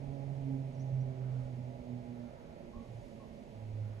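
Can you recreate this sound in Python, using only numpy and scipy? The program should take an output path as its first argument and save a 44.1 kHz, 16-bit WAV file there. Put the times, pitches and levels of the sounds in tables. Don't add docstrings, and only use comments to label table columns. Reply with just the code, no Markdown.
import sys
import numpy as np
from scipy import signal
from scipy.fft import rfft, irfft, next_fast_len
from scipy.io import wavfile
from scipy.ndimage import map_coordinates

SR = 44100
rng = np.random.default_rng(int(sys.argv[2]) if len(sys.argv) > 2 else 0)


def store_pcm(level_fs):
    pcm = np.round(np.clip(level_fs, -1, 1) * 32767).astype(np.int16)
    wavfile.write(sys.argv[1], SR, np.atleast_2d(pcm).T)


N = 176400
TIME_S = np.arange(N) / SR


def amp(db):
    return 10 ** (np.asarray(db) / 20)


def unit(x):
    return x / np.sqrt(np.mean(x ** 2) + 1e-20)


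def curve(rows):
    return np.interp(TIME_S, *np.transpose(rows))


def wobble(knots_per_s):
    return map_coordinates(rng.standard_normal(2048), [TIME_S * knots_per_s + 2], mode="mirror")


def bell(centre_s, sigma_s, peak_db):
    return amp(peak_db) * np.exp(-.5 * ((TIME_S - centre_s) / sigma_s) ** 2)


def filtered(x, response):
    size = next_fast_len(N + SR // 2)
    return irfft(rfft(x, size) * response(np.fft.rfftfreq(size, 1 / SR)), size)[..., :N]


def noise(spectrum):
    knots_hz, db = np.transpose(spectrum)
    colour = lambda hz: amp(np.interp(np.log(hz + 1), np.log(knots_hz), db))
    return unit(filtered(rng.standard_normal(N), colour))


def stereo_noise(spectrum):
    return np.array([noise(spectrum), noise(spectrum)])


def pan(left_minus_right_db):
    gains = amp(left_minus_right_db * np.array([[.5], [-.5]]))
    return gains / gains.mean(axis=0)


def from_right(x, pan_db, lag_s=0.00036):
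    delays = lambda hz: np.exp(1j * np.pi * hz * lag_s * np.array([[-1], [1]]))
    return pan(pan_db) * filtered(x, delays)


def faint_treble():
    # (frequency [Hz], relative density [dB])
    hiss_spectrum = [(3000, -13), (6500, 7.5), (8200, 0.5), (9300, -0.5), (10700, -2.5), (11300, -6.5),
                     (15000, -9.5)]
    whine_hz, spacing_hz = 10800, 42
    sweep_top_hz, fall_hz, sweeps_per_s, rise_db = 11760, 470, 11.8, 6
    hiss = amp(-82) * noise(hiss_spectrum)
    whine = sum(unit(np.sin(2 * np.pi * ((whine_hz + k * spacing_hz) * TIME_S + rng.random())))
                for k in (-1, 0, 1))
    progress = (sweeps_per_s * TIME_S + .18 * wobble(7)) % 1
    tone = np.sin(2 * np.pi * np.cumsum(sweep_top_hz - fall_hz * progress) / SR)
    sweeps = unit(tone * amp(rise_db * progress) * np.sqrt(np.abs(np.sin(np.pi * progress))))
    sweep_db = -104.5 + 2.5 * TIME_S + wobble(14)
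    return pan(-2) * (hiss + amp(-102.5) * whine + amp(sweep_db) * sweeps)


def bird_note(start_s, length_s, start_hz, end_hz, db, rasp_hz):
    attack_share = 0.075
    progress = np.clip((TIME_S - start_s) / length_s, 0, 1)
    hz = start_hz + (end_hz - start_hz) * progress + rasp_hz * wobble(260)
    envelope = np.sqrt(2 * np.minimum(progress / attack_share, 1) * np.sqrt(1 - progress))
    return amp(db) * envelope * np.sin(2 * np.pi * np.cumsum(hz) / SR)


def birds():
    # (time [s], length [s], start pitch [Hz], end pitch [Hz], level [dB])
    chirps = [(.72, .03, 6650, 6100, -84), (.749, .014, 5850, 5600, -74), (.777, .019, 5500, 5450, -82),
              (.796, .017, 5600, 5950, -67.5), (.809, .028, 6050, 6650, -72.5),
              (.925, .028, 5800, 5700, -84), (1.004, .023, 5650, 6050, -75.5)]
    calls = [(2.729, .08, 1060, 1115, -63), (2.82, .055, 1100, 1140, -75), (3.197, .055, 1060, 1075, -64.5)]
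    echo_db, echo_t60_s = -4.5, .8
    song = sum(bird_note(*row, rasp_hz=70) for row in chirps)
    song += sum(bird_note(*row, rasp_hz=38) for row in calls)
    tail = rng.standard_normal((2, SR)) * amp(-60 * TIME_S[:SR] / echo_t60_s)
    echo = signal.fftconvolve(song[None], tail / np.linalg.norm(tail[0]), axes=1)[:, :N]
    return pan(4.5) * song + amp(echo_db) * echo


def leaves():
    # (time [s], level [dB])
    gusts = [(0, -80), (.75, -81.5), (.98, -89), (1.25, -87), (1.38, -78), (1.6, -83), (1.95, -87),
             (2.13, -83), (2.35, -93), (2.68, -100), (2.83, -81), (3.06, -75.5), (3.25, -82), (3.6, -82),
             (4, -87)]
    # (frequency [Hz], relative density [dB])
    spectrum = [(500, -25), (1500, -6), (3000, 2), (4500, -3), (6800, -3), (8200, -8), (9500, -6),
                (11000, -12), (12000, -24), (15000, -30)]
    return pan(-1) * amp(curve(gusts)) * unit(noise(spectrum) + .5 * stereo_noise(spectrum))


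def tree_wind():
    # (frequency [Hz], relative density [dB])
    hiss_spectrum = [(200, -2), (700, 9.5), (1200, 2), (1600, 0.5), (2150, 5), (3200, -1), (5000, -5.5),
                     (6800, -15), (8200, -53.5), (11000, -17), (12000, -28), (15000, -35.5)]
    swell_spectrum = [(600, -31), (1050, -3), (1400, 0), (1750, -7), (2600, -28.5), (8000, -49)]
    # (time [s], sigma [s], peak level [dB])
    swells = [(1.33, 0.12, -68.5), (2.38, 0.23, -72.5), (3.93, 0.11, -73)]
    hiss = stereo_noise(hiss_spectrum) * amp(-66.5 + 0.22 * wobble(0.53))
    swelling = stereo_noise(swell_spectrum) * sum(bell(*row) for row in swells)
    return pan(-1) * (hiss + swelling)


def microphone_wind():
    # (frequency [Hz], relative density [dB])
    spectrum = [(15, -8.5), (30, 3.5), (60, 3), (100, -4.5), (200, -20.5), (500, -63.5), (2000, -100)]
    # (time [s], peak level [dB])
    bumps = [(.095, -49), (.43, -53), (.55, -53), (.95, -51), (1.08, -51), (1.45, -48), (1.81, -53),
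             (2.78, -46), (3.735, -49)]
    growth_db_per_s, bump_sigma_s = 1, .016
    rumble = amp(-60 + growth_db_per_s * (TIME_S - 2) + 1.6 * wobble(15)) * stereo_noise(spectrum)
    eddies = noise(spectrum)
    for centre_s, db in bumps:
        push = bell(centre_s, bump_sigma_s, db)
        rumble += unit(push * eddies) * push.std()
    return pan(-2) * rumble


def running_gear():
    # (frequency [Hz], relative density [dB])
    spectrum = [(60, -8), (120, 5.5), (165, 6), (200, -4), (240, 7.5), (310, -5.5), (400, -3.5), (480, -3),
                (570, -0.5), (680, -0.5), (760, -11.5), (900, -10.5), (1100, -22), (1400, -26),
                (2200, -25.5), (4000, -65.5), (8000, -100)]
    # (centre [Hz], width [Hz], level at 2 s [dB], growth [dB/s])
    resonances = [(203.7, 16, -68.5, 4), (337.4, 22, -79, 4.5), (396.8, 12, -71, 0), (458.5, 16, -75.5, -2),
                  (557.5, 30, -64.5, 0), (827.7, 22, -73.5, -0.5), (960, 30, -79.5, 2.5),
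                  (2456, 12, -97, 1.5), (2590, 13, -97.5, 0)]
    roar_db, whine_hz, fade_db_per_s = -53.5, 818, -1.16
    roar = amp(roar_db + 0.29 * wobble(3.6)) * noise(spectrum)
    for centre_hz, width_hz, db, growth_db_per_s in resonances:
        band = lambda hz: 1 / (1 + (2 * (hz - centre_hz) / width_hz) ** 2)
        ring = unit(filtered(rng.standard_normal(N), band))
        roar += amp(db + growth_db_per_s * (TIME_S - 2)) * ring
    whine_gain = amp(-70.3 + wobble(3.5))
    whine = whine_gain * unit(np.sin(2 * np.pi * whine_hz * TIME_S + .35 * wobble(11)))
    scattered = amp(roar_db - 13) * stereo_noise(spectrum)
    fade = amp(fade_db_per_s * (TIME_S - 2.5))
    return (from_right(roar + whine, pan_db=-9) + scattered) * fade


def rope():
    # (time [s], pitch [Hz])
    pitch = [(0, 138.8), (1, 130.6), (2, 121.6), (3, 114.6), (4, 105.8)]
    # (time [s], level [dB])
    fundamental = [(0.0, -48), (0.04, -43.5), (.14, -44), (.33, -40), (.42, -41.5), (0.52, -37.5),
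                   (0.69, -41), (0.72, -51), (.76, -42), (.92, -36.5), (0.935, -32.5), (1, -33.5),
                   (1.11, -39.5), (1.14, -47.5), (1.23, -38), (1.4, -37), (1.44, -42.5), (1.65, -43),
                   (1.84, -57), (1.94, -41), (2.0, -47), (2.04, -61), (2.09, -49.5), (2.2, -51), (2.4, -72),
                   (2.82, -75), (2.9, -48.5), (2.99, -47.5), (3.03, -62.5), (3.46, -65), (3.58, -48),
                   (3.82, -38.5), (4.0, -47)]
    octave = [(0, -58), (.15, -50.5), (.27, -57), (.4, -55.5), (.48, -42.5), (.56, -42.5), (.72, -64),
              (.82, -50.5), (.91, -70.5), (1.09, -54.5), (1.2, -58.5), (1.8, -55), (1.93, -43.5),
              (2, -49.5), (2.28, -48.5), (2.32, -66), (2.64, -68), (2.7, -56.5), (2.81, -50), (2.87, -85),
              (3.05, -55.5), (3.17, -58.5), (3.4, -60.5), (3.6, -63), (4, -67)]
    third = [(0, -63), (.95, -63), (1.05, -61.5), (1.17, -55), (1.4, -69.5), (2.15, -61), (2.4, -72.5),
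             (2.65, -59.5), (2.85, -69), (4, -69)]
    overtones_db = [-73.5, -71]
    # (time [s], left minus right [dB])
    fundamental_pan = [(0, -11), (.25, -15), (.5, -5.5), (1.3, -8.5), (2, -6), (4, -6)]
    wander_rad, judder_depth = .13, .07
    phase = 2 * np.pi * np.cumsum(curve(pitch)) / SR + wander_rad * wobble(6.17)

    def partial(k, flutter=.065):
        carrier = np.exp(1j * (k * phase + 2 * np.pi * rng.random()))
        modulation = 1 + flutter * (wobble(45) + 1j * wobble(45))
        return np.sqrt(2) * np.real(carrier * modulation)

    judder = np.sqrt(2) * (wobble(70) * np.cos(phase) + wobble(70) * np.sin(phase))
    low = amp(curve(fundamental)) * (partial(1) + judder_depth * judder)
    high = amp(curve(octave) + 0.5) * partial(2) + amp(curve(third)) * partial(3)
    for k, db in enumerate(overtones_db, 4):
        high += amp(db + wobble(4.1)) * partial(k, flutter=0.93)
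    return from_right(low, pan_db=curve(fundamental_pan)) + from_right(high, pan_db=-13)


def scene():
    cableway = rope() + running_gear()
    return cableway + tree_wind() + microphone_wind() + leaves() + birds() + faint_treble()


def record(dry):
    cutoff_hz = 15250
    return filtered(dry, lambda hz: hz < cutoff_hz)


dry = scene()
out = record(dry)
store_pcm(out)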